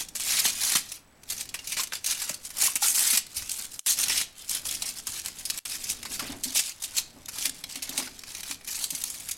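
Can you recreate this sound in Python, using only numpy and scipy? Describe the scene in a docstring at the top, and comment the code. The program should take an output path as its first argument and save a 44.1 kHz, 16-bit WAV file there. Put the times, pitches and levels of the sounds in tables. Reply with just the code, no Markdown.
"""Aluminium foil crinkles as hands pull at it, taped over a painted window panel on a cloth-covered table.
Each pull sets off a swarm of tiny buckles; creases snap singly, broad facets pop lower, taut foil sings.
The panel bumps and scuffs dully over the cloth, and soft landings thud on the table.
A small room answers; under it lie a low rumble, hiss and a faint high whine. Twice the level dips."""
import sys
import numpy as np
from scipy import signal
from scipy.fft import rfft, irfft, next_fast_len
from scipy.io import wavfile
from scipy.ndimage import uniform_filter1d

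SR = 44100
rng = np.random.default_rng(int(sys.argv[2]) if len(sys.argv) > 2 else 0)


def bounce(signal):
    """Save signal as a 16-bit WAV file at the path given by the first command-line argument."""
    frames = np.transpose(np.atleast_2d(signal))
    limited = np.clip(frames, -1, 1)
    pcm = np.round(limited * 32767).astype(np.int16)
    wavfile.write(sys.argv[1], SR, pcm)


N = 413216
TIME = np.arange(N) / SR
TOP_HZ = 16000


def amp(db):
    return 10 ** (np.asarray(db) / 20)


def unit(x):
    return x / np.sqrt(np.mean(x ** 2) + 1e-20)


def along(points, hz):
    """Read (freq_hz, value) points on a log frequency axis."""
    freqs, values = np.transpose(points)
    return np.interp(np.log(hz + 1), np.log(freqs + 1), values)


def automation(points):
    """Draw (time_s, value) points as one value per sample."""
    return np.interp(TIME, *np.transpose(points))


def add(track, start_s, sound):
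    """Mix a sound into the track."""
    part = track[max(0, round(start_s * SR)):][:len(sound)]
    part += sound[:len(part)]


def equalise(x, spectrum):
    """Minimum-phase EQ of unit power, shaped like the spectrum."""
    size = 2 * next_fast_len(N // 2 + 8192)
    gain = unit(amp(along(spectrum, np.fft.rfftfreq(size, 1 / SR))))
    cepstrum = irfft(np.log(gain))
    cepstrum[1:size // 2] *= 2
    cepstrum[size // 2 + 1:] = 0
    return irfft(rfft(x, size) * np.exp(rfft(cepstrum)))[:N]


def noise(spectrum):
    """Coloured noise of rms 1."""
    return unit(equalise(rng.standard_normal(N), spectrum))


# Colour of the hiss: freq_hz, gain_db
HISS_EQ = [(30, 11.5), (300, 1.5), (700, 4.5), (2000, 3), (6000, -14), (11000, -23), (16000, -8.5)]
def hiss_and_whine():
    """A steady bed of hiss with a thin band of noise whining near 7.9 kHz."""
    whine = noise([(7000, -33), (7750, 5), (7900, 19), (8050, 8), (8800, -50)])
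    return amp(-62) * noise(HISS_EQ) + amp(-72) * whine


# Colour of the rumble: freq_hz, gain_db
RUMBLE_EQ = [(20, 5), (45, -2), (85, -0.5), (135, -5), (270, -3.5), (400, -11), (800, -13.5), (2500, -58)]
# Stirring of arms, sleeves and table: time_s, level_db
STIR = [(0, -55.5), (.6, -55), (1.05, -60.5), (1.35, -53), (1.8, -58), (3.1, -60), (3.4, -56.5),
        (3.85, -59.5), (4.15, -50), (4.35, -62.5), (4.7, -51.5), (4.95, -56.5), (5.7, -55), (6.35, -48.5),
        (6.68, -63.5), (7.05, -54), (8.0, -56), (8.75, -58), (9.37, -56.5)]
def arm_rumble(broad_db, follow=.074, smooth_s=.08):
    """Arms, sleeves and table rumble, a little more when the sheet is worked harder."""
    effort_db = uniform_filter1d(broad_db - broad_db.mean(), size=int(smooth_s * SR))
    return amp(automation(STIR) + follow * effort_db) * noise(RUMBLE_EQ)


# Decay of the small room: freq_hz, t60_s
ROOM_DECAY = [(150, 0.55), (1000, 0.26), (4000, 0.37), (9000, 0.21), (16000, 0.09)]
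def room(x, tail_db, blocks=48):
    """The walls answer softly; a fresh tail for each block stands for paths changing as the foil moves."""
    out, hop = np.zeros(N), N // blocks + 1
    for start in range(0, N, hop):
        hz, t, bands = signal.stft(rng.standard_normal(SR // 3), SR, nperseg=256)
        decay = amp(-60 * t / along(ROOM_DECAY, hz)[:, None])
        tail = signal.istft(bands * decay, SR, nperseg=256)[1]
        tail *= 1 - np.exp(-np.arange(len(tail)) / SR / .001)
        add(out, start / SR, signal.fftconvolve(x[start:start + hop], tail / np.linalg.norm(tail)))
    return x + amp(tail_db) * out


# Hand or panel lands on the padded table: start_s, level_db, pitch_hz
LANDINGS = [(0.454, -36, 214.3), (0.755, -30.5, 197), (2.306, -34, 220), (3.371, -41, 74.5),
            (3.41, -44, 40), (3.42, -43, 89), (4.67, -45, 74), (5.091, -42, 100)]
def table_thuds():
    """A soft landing rocks the table for a few cycles."""
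    out, t = np.zeros(N), np.arange(SR // 4) / SR
    for start_s, level_db, pitch_hz in LANDINGS:
        cycles = pitch_hz * t
        envelope = (1 - np.exp(-cycles / .19)) * np.exp(-cycles / 1.33)
        add(out, start_s, amp(level_db + 1) * envelope * np.sin(2 * np.pi * cycles))
    return out


# Resonances of the panel: pitch_hz, gain_db, t60_s
PANEL_MODES = [(166, -4, 0.09), (253.3, 0, 0.19), (283, 1.5, 0.16), (345, -11, 0.066), (430, -16, 0.092),
               (584, -8, .07), (722, -11, 0.09), (860, -27, 0.062)]
# Colour of the panel dragging on cloth: freq_hz, gain_db
SCUFF_EQ = [(100, -21), (200, -5), (350, 4.5), (480, -10.5), (620, -0.5), (850, -2.5), (1200, -6.5),
            (2200, -38.5)]
# Nudges of the panel: start_s, ring_db, scuff_db
NUDGES = [(6.103, -46, -49), (6.221, -30, -40), (6.294, -30.5, -48), (6.329, -39, -43.5), (6.359, -39, -67),
          (6.454, -32.5, -49), (6.509, -53, -62), (6.569, -49, -54), (7.159, -38.5, -53), (7.459, -37, -52),
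          (7.494, -40, -67), (7.755, -34.5, -62), (7.89, -37, -48.5), (7.937, -40.5, -46.5),
          (7.98, -35.5, -40.5), (8.016, -34, -54), (8.069, -51, -51), (8.5, -36.5, -61), (8.924, -36, -54)]
def panel_bumps():
    """Each nudge scuffs the panel over the cloth and rings it briefly."""
    out, drag, t = np.zeros(N), np.zeros(N), np.arange(SR // 3) / SR
    for start_s, ring_db, scuff_db in NUDGES:
        ring = np.zeros(len(t))
        for pitch_hz, gain_db, t60_s in PANEL_MODES:
            decay = amp(gain_db + rng.normal(0, 2.6) - 60 * t / t60_s)
            ring += decay * np.sin(2 * np.pi * (pitch_hz * t + rng.random()))
        add(out, start_s, amp(ring_db - 7) * (1 - np.exp(-t / .004)) * ring)
        add(drag, start_s, amp(scuff_db + 3 - 60 * t / .16) * (1 - np.exp(-t / .005)))
    return out + drag * noise(SCUFF_EQ)


def pull_envelope_db(t, length_s, attack_s=.032, release_s=.042, swell_db=1.5):
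    """A pull rises, swells as the foil tightens and lets go; attack and release are times per 20 dB."""
    fade = np.maximum(-t, 0) / attack_s + np.maximum(t - length_s, 0) / release_s
    return swell_db * (np.clip(t / length_s, 0, 1) - .5) - 20 * np.minimum(fade, 10)


# Resonances of taut foil: pitch_hz, width_hz, gain_db
TAUT_MODES = [(2090, 65, -10), (3150, 87, 3), (3490, 59, 0), (4180, 31, -11)]
# Slow pulls that make it sing: start_s, length_s, level_db
SINGING_PULLS = [(4.385, 0.04, -51), (4.515, 0.056, -44)]
def foil_singing():
    """Rubbing keeps a few resonances of the taut foil going."""
    rub = rng.standard_normal(N)
    ring = sum(amp(gain_db) * signal.lfilter(*signal.iirpeak(pitch_hz, pitch_hz / width_hz, SR), rub)
               for pitch_hz, width_hz, gain_db in TAUT_MODES)
    envelope = sum(amp(level_db + pull_envelope_db(TIME - start_s, length_s))
                   for start_s, length_s, level_db in SINGING_PULLS)
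    return unit(ring) * envelope


# Wide parts of the sheet flip over: start_s, level_db, pitch_hz
FLIPS = [(1.54, -30, 1100), (1.589, -24.5, 2810), (1.795, -18, 1050), (1.922, -23, 1555),
         (2.296, -23.5, 595), (2.629, -25, 820), (2.68, -21, 1050), (2.823, -14, 820), (2.841, -17.5, 1380),
         (6.195, -21, 1366), (6.205, -21, 1150), (6.557, -27.5, 825), (8.071, -28, 1470)]
def facet_pops(overtones=6, t60_s=.029):
    """A wide facet flips: one strong low mode and a scatter of weaker ones above, all short-lived."""
    out, t = np.zeros(N), np.arange(SR // 10) / SR
    for start_s, level_db, pitch_hz in FLIPS:
        upper_hz = pitch_hz * (1 + 1.4 * rng.random((overtones, 1)))
        upper = np.sin(2 * np.pi * (upper_hz * t + rng.random((overtones, 1)))).sum(0)
        ring = np.sin(2 * np.pi * pitch_hz * t) + .28 * upper
        attack = (1 - np.exp(-t / .0014)) ** 2
        add(out, start_s, amp(level_db - 60 * t / t60_s) * attack * ring)
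    return out


def scatter(x, smear_s, smear_db):
    """Each tick runs through the crumpled sheet by its own paths and leaves a brief, random wake."""
    pole = np.exp(-1 / (smear_s * SR))
    energy = signal.lfilter([1 - pole], [1, -pole], x ** 2)
    wake = amp(smear_db) * np.sqrt(energy) * rng.standard_normal(N)
    return (x + wake) / np.hypot(1, amp(smear_db))


def flexing(x, depth_db):
    """The sheet's resonances shift as it changes shape: a randomly drifting EQ."""
    bands = signal.stft(x, nperseg=256)[2]
    drift = uniform_filter1d(rng.standard_normal(bands.shape), size=5, axis=0)
    drift = uniform_filter1d(drift, size=6, axis=1)
    gain = unit(amp(depth_db * unit(drift)))
    return signal.istft(bands * gain, nperseg=256)[1][:N]


def sheet_ring(x, ring_db, t60_s, blocks=46, modes=12):
    """Taut stretches ring on after the ticks; fresh modes for each block stand for the sheet bending."""
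    out, t, hop = np.zeros(N), np.arange(SR // 6) / SR, N // blocks + 1
    for start in range(0, N, hop):
        pitch_hz = rng.uniform(1400, 5500, (modes, 1))
        ring = np.sin(2 * np.pi * pitch_hz * t).sum(0) * amp(-60 * t / t60_s)
        add(out, start / SR, signal.fftconvolve(x[start:start + hop], ring / np.linalg.norm(ring)))
    return x + amp(ring_db) * out


# Tilt of treble against mids: time_s, tilt_db
BRIGHTNESS = [(0, 0), (1.5, -1.5), (2.2, -2), (2.62, 4.5), (2.95, 5), (3.25, -2.5), (3.5, 3), (3.92, 3.5),
              (4.15, -5), (4.5, 1.5), (5.1, -0.5), (5.9, -1), (7.0, -1), (8.3, -3), (8.9, 1.5), (9.3, 4)]
def turning(x, crossover_hz=6300):
    """The creases sound brighter or duller as the sheet is lifted and turned."""
    tilt_db = automation(BRIGHTNESS)
    mids = signal.sosfiltfilt(signal.butter(3, crossover_hz, fs=SR, output="sos"), x)
    return mids * amp(-tilt_db / 2) + (x - mids) * amp(tilt_db / 2)


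# Faint rustle of foil that is only held: time_s, level_db
GRIP_RUSTLE = [(0, -66), (.14, -60.5), (.85, -48), (.96, -56), (.99, -71), (1.2, -68), (1.35, -54),
               (1.9, -59), (2.8, -49), (3.27, -57), (4.33, -59), (4.8, -47), (5.03, -53), (6.0, -48),
               (7.15, -58), (8.1, -51), (8.61, -59), (9.37, -53)]
# The hands bend or pull the foil: start_s, length_s, fine_db, broad_db
HAND_PULLS = [(0, .012, -31, -42), (.22, .06, -32, -46), (0.281, .13, -26, -38), (.44, .06, -28, -40),
              (.52, .07, -35, -48), (.61, .17, -26, -39), (.89, .07, -43, -58), (1.308, .018, -32.5, -45),
              (1.38, .03, -37, -50), (1.64, .04, -44, -55), (1.7, .04, -34.5, -47),
              (1.792, .015, -27, -37.5), (1.935, .025, -36.5, -48), (2.076, .05, -30, -42),
              (2.14, .19, -38, -48), (2.45, .015, -39, -55), (2.565, .04, -36, -44), (2.615, .05, -22, -35),
              (2.69, .035, -38, -46.5), (2.83, .08, -25, -42), (2.95, .22, -24, -39),
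              (3.305, .025, -48, -60), (3.36, .03, -35, -48), (3.409, .07, -44, -56), (3.5, .15, -38, -51),
              (3.729, .015, -39.5, -56), (3.87, .05, -23, -42), (3.985, .05, -25.5, -40),
              (4.07, .145, -28, -40), (4.381, .06, -46, -58), (4.5, .07, -31, -45), (4.669, .08, -32, -47),
              (4.821, .08, -36, -47.5), (4.959, .03, -39, -51), (5.08, .12, -37, -50),
              (5.25, .03, -37.5, -47), (5.37, .04, -41, -52), (5.47, .11, -41, -53), (5.7, .055, -34, -47),
              (5.8, .06, -41, -50), (5.885, .035, -33, -47), (6.119, .035, -32.5, -48.5),
              (6.199, .13, -44, -45), (6.45, .08, -40, -52), (6.562, .03, -21, -37),
              (6.64, .06, -36.5, -51), (6.829, .02, -37, -48), (6.882, .06, -46.5, -56),
              (6.965, .025, -32, -43), (7.33, .07, -39, -50), (7.411, .05, -32.5, -46.5),
              (7.547, .05, -48, -60), (7.699, .08, -42, -52.5), (7.84, .22, -43, -49),
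              (7.975, .025, -33, -41.5), (8.278, .12, -42, -53), (8.459, .07, -38, -48),
              (8.689, .16, -34, -48), (8.91, .2, -38, -53), (9.139, .18, -45, -55)]
def handling():
    """Rustle levels in dB for fine creases and broad facets: the pulls ride over the grip."""
    grip_db = automation(GRIP_RUSTLE)
    power = amp([grip_db, grip_db - 8]) ** 2  # held facets are quieter than held creases
    for start_s, length_s, fine_db, broad_db in HAND_PULLS:
        near = slice(max(0, int((start_s - .2) * SR)), int((start_s + length_s + .4) * SR))
        shape_db = pull_envelope_db(TIME[near] - start_s, length_s)
        power[:, near] += amp([fine_db + shape_db, broad_db + shape_db]) ** 2
    return 10 * np.log10(power)


def buckles(starts, sizes, ring_s, length):
    """Each buckle is a tick that rings its own patch of foil for an instant."""
    offsets = np.arange(128)
    t = offsets / SR
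    pitch, life, phase = rng.random((len(starts), 3)).T[:, :, None]
    grains = np.exp(-t / (ring_s * (.5 + life))) * np.cos(2 * np.pi * (pitch * TOP_HZ * t + phase))
    grains *= sizes[:, None] / np.linalg.norm(grains, axis=1, keepdims=True)
    return np.bincount((starts[:, None] + offsets).ravel(), grains.ravel(), length)[:length]


def swarm(level_db, base_per_s, spread_db, clump_db, avalanches_per_s=180):
    """Buckles come in avalanches, and more of them the harder the foil is bent."""
    per_s = np.clip(base_per_s * amp(.4 * (level_db - np.mean(level_db))), 0, 8000)
    starts = np.flatnonzero(rng.random(N) < per_s / SR)
    avalanche = np.cumsum(rng.random(N) < avalanches_per_s / SR)
    size_db = spread_db * np.clip(rng.standard_normal(N), -2, 2)
    size_db += clump_db * rng.standard_normal(N)[avalanche]
    ticks = buckles(starts, amp(size_db[starts]), ring_s=.0001, length=N)
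    # the hand's work sets the energy released over a few hundredths of a second
    power = np.abs(uniform_filter1d(uniform_filter1d(ticks ** 2, size=1300), size=700))
    return amp(level_db) * ticks / np.sqrt(power + .001 * np.mean(power))


def stray_creases(fine_db, broad_db, per_s=14, ceiling_db=-33, t60_s=.022):
    """Cues for lesser creases that snap at random, a little above the rustle but held to a ceiling."""
    starts = np.flatnonzero(rng.random(N) < per_s / SR)
    over_db = np.minimum(4 + 1.5 * rng.uniform(-.89, 1, N), ceiling_db - fine_db)
    return [(i / SR, fine_db[i] + over_db[i], broad_db[i] + over_db[i], t60_s) for i in starts]


# Creases that snap through: start_s, fine_db, broad_db, t60_s
CREASE_SNAPS = [(.0855, -33, -69, 0.036), (.1511, -27, -44, .14), (.1968, -28, -41.5, .12),
                (.3189, -28.5, -35, .08), (.3872, -23, -29.5, 0.11), (.4514, -17, -24.5, 0.091),
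                (.6338, -21.5, -32.5, 0.033), (.719, -24, -28, 0.048), (.7542, -15, -21, 0.043),
                (.918, -27, -44, 0.032), (1.233, -40, -48, 0.025), (1.2999, -24, -50, .046),
                (1.3655, -33, -54, .022), (1.4084, -26, -44, 0.049), (1.4543, -36, -52, .03),
                (1.4902, -34, -55.5, 0.039), (1.5408, -28, -33, 0.081), (1.589, -39.5, -44, 0.084),
                (1.6717, -26.5, -51.5, .054), (1.72, -24, -32.5, 0.058), (1.7676, -28, -31, 0.072),
                (1.7865, -25, -33, 0.021), (1.7947, -35, -26.5, 0.0257), (1.834, -23, -42, 0.037),
                (1.872, -32, -53, .028), (1.9214, -39, -29, 0.026), (1.9334, -23.5, -23.5, 0.017),
                (1.9528, -22, -40, .013), (2.043, -23.5, -43, 0.044), (2.0616, -18, -38, .035),
                (2.0719, -25, -41, .04), (2.1088, -19, -40.5, .056), (2.198, -30, -43, 0.048),
                (2.216, -27, -36, .1), (2.2933, -21, -31, .033), (2.342, -26.5, -52, .03),
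                (2.451, -35, -50.5, 0.043), (2.503, -33, -41.5, .049), (2.5842, -27, -38, 0.055),
                (2.7555, -17, -31.5, 0.054), (2.8197, -23.5, -38, .12), (2.846, -25, -32, 0.094),
                (2.9916, -14, -33, 0.016), (3.0756, -17, -45, 0.021), (3.1312, -21, -25.5, 0.041),
                (3.172, -15.5, -31.5, .06), (3.266, -32.5, -45, .015), (3.364, -27, -54, 0.15),
                (3.4218, -33, -36, .035), (3.494, -22.5, -57, 0.017), (3.5154, -21, -60, .02),
                (3.601, -44, -37, .03), (3.792, -22, -39, .064), (3.8606, -33, -34.5, 0.14),
                (4.036, -14.5, -33, 0.029), (4.0965, -20, -28.5, 0.061), (4.1766, -15.5, -32, 0.029),
                (4.212, -35, -29, 0.036), (4.494, -22.5, -50, 0.024), (4.547, -25, -52, .07),
                (4.653, -27, -35.5, .059), (4.8213, -24, -34.5, .04), (4.8885, -26, -41, .036),
                (5.0687, -27.5, -36.5, .08), (5.26, -14.5, -47, 0.0055), (5.4524, -23.5, -56, 0.047),
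                (5.5, -16.5, -35, .035), (5.5759, -29, -40, 0.15), (5.6525, -30, -40.5, 0.14),
                (5.841, -25.5, -55, 0.031), (5.898, -22.5, -46, .09), (6.0293, -29.5, -34, .026),
                (6.0516, -32, -34, .066), (6.1925, -26.5, -30, .085), (6.436, -22, -58, 0.081),
                (6.5535, -23.5, -40, .083), (6.8213, -27, -40, 0.03), (6.8374, -24, -50, 0.068),
                (6.9658, -22.5, -53, 0.087), (6.9775, -21.5, -40.5, .091), (7.258, -30.5, -60, 0.011),
                (7.283, -29.5, -39.5, .055), (7.3839, -23.5, -36, 0.022), (7.4532, -17.5, -30.5, .067),
                (7.4946, -20, -42.5, .015), (7.6387, -27, -33.5, 0.022), (7.757, -25.5, -34, 0.022),
                (7.8225, -24.5, -46, .077), (7.8923, -25.5, -53, 0.033), (7.9763, -21.5, -39, 0.088),
                (8.074, -38, -38.5, .034), (8.191, -30, -54, .013), (8.2356, -35, -34, 0.016),
                (8.349, -26, -48.5, 0.017), (8.405, -30, -47.5, .025), (8.4312, -31, -38, .041),
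                (8.5104, -23, -33.5, 0.024), (8.61, -46, -43, 0.028), (8.646, -36, -51, 0.023),
                (8.6749, -30.5, -44.5, 0.11), (8.8398, -17.5, -35, 0.021), (8.9036, -23.5, -47, .04),
                (8.9483, -27, -50, .07), (9.0387, -16, -50, .012), (9.1414, -32, -46, .076),
                (9.1995, -34.5, -59, .041), (9.2882, -26.5, -41, 0.031), (9.3104, -24.5, -57, 0.064)]
def crease_snaps(strays, count=44, build_s=.0011):
    """A crease gives way in a run of buckles that builds at once and then fades."""
    fine, broad = np.zeros(N), np.zeros(N)
    for start_s, fine_db, broad_db, t60_s in CREASE_SNAPS + strays:
        progress = (np.arange(count) + rng.uniform(-.46, .5, count)).clip(0) / count
        starts = (progress * .6 * t60_s * SR).astype(int)
        sizes = amp(-36 * progress + 2.4 * rng.standard_normal(count))
        sizes *= 1 - .57 * np.exp(-starts / (build_s * SR))
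        energy = t60_s * SR / np.log(10 ** 6)  # of a unit decay with this t60
        for track, level_db, ring_s in (fine, fine_db, .00008), (broad, broad_db, .00005):
            run = buckles(starts, sizes, ring_s, SR // 5)
            add(track, start_s, amp(level_db) * np.sqrt(energy) * run / np.linalg.norm(run))
    return fine, broad


# Colour of the fine creases: freq_hz, gain_db
CREASE_EQ = [(500, -32), (1500, -23.5), (2500, -7.5), (4000, -4), (6000, 0.5), (9000, -0.5), (11500, -2.5),
             (13500, -9), (16000, -16.5)]
# Colour of the broad facets: freq_hz, gain_db
FACET_EQ = [(60, -24), (200, -9), (480, -12.5), (800, -4.5), (1150, -4), (1550, -2.5), (2300, 1.5),
            (3300, -1.5), (5500, 0), (14000, -64.5)]
def foil_crinkle(fine_db, broad_db):
    """Fine creases fizz while the broader facets between them crackle lower, with a longer wake."""
    fine, broad = crease_snaps(stray_creases(fine_db, broad_db))
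    fine += swarm(fine_db - .5, base_per_s=1700, spread_db=2, clump_db=3.5)
    broad += swarm(broad_db - .5, base_per_s=1200, spread_db=1, clump_db=2)
    fine = equalise(scatter(fine, smear_s=.0011, smear_db=4), CREASE_EQ)
    broad = equalise(scatter(broad, smear_s=.0019, smear_db=1.5), FACET_EQ)
    sheet = flexing(amp(.24) * turning(fine) + amp(1.65) * broad, depth_db=2.5)
    return sheet_ring(sheet, ring_db=-17.5, t60_s=.08)


def scene():
    """Foil, panel and table sound in the room, over the background bed, in mono."""
    fine_db, broad_db = handling()
    foil = foil_crinkle(fine_db, broad_db) + amp(-3.5) * facet_pops() + foil_singing()
    action = room(foil + panel_bumps() + table_thuds(), tail_db=-14.5)
    return (action + hiss_and_whine() + arm_rumble(broad_db))[None]


# Brief dips in level: start_s, end_s, gain_db
LEVEL_DIPS = [(3.7948, 3.861, -22.5), (5.5912, 5.6516, -21.5)]
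def record(dry):
    """The level dips twice for a moment; nothing passes above the band limit."""
    gain_db = sum(db * ((TIME > start_s) & (TIME < end_s)) for start_s, end_s, db in LEVEL_DIPS)
    dipped = dry * amp(uniform_filter1d(gain_db, size=16))
    size = next_fast_len(N + 8192)
    passband = np.fft.rfftfreq(size, 1 / SR) < TOP_HZ
    return irfft(rfft(dipped, size) * passband, size)[:, :N]


dry = scene()
out = record(dry)
bounce(out)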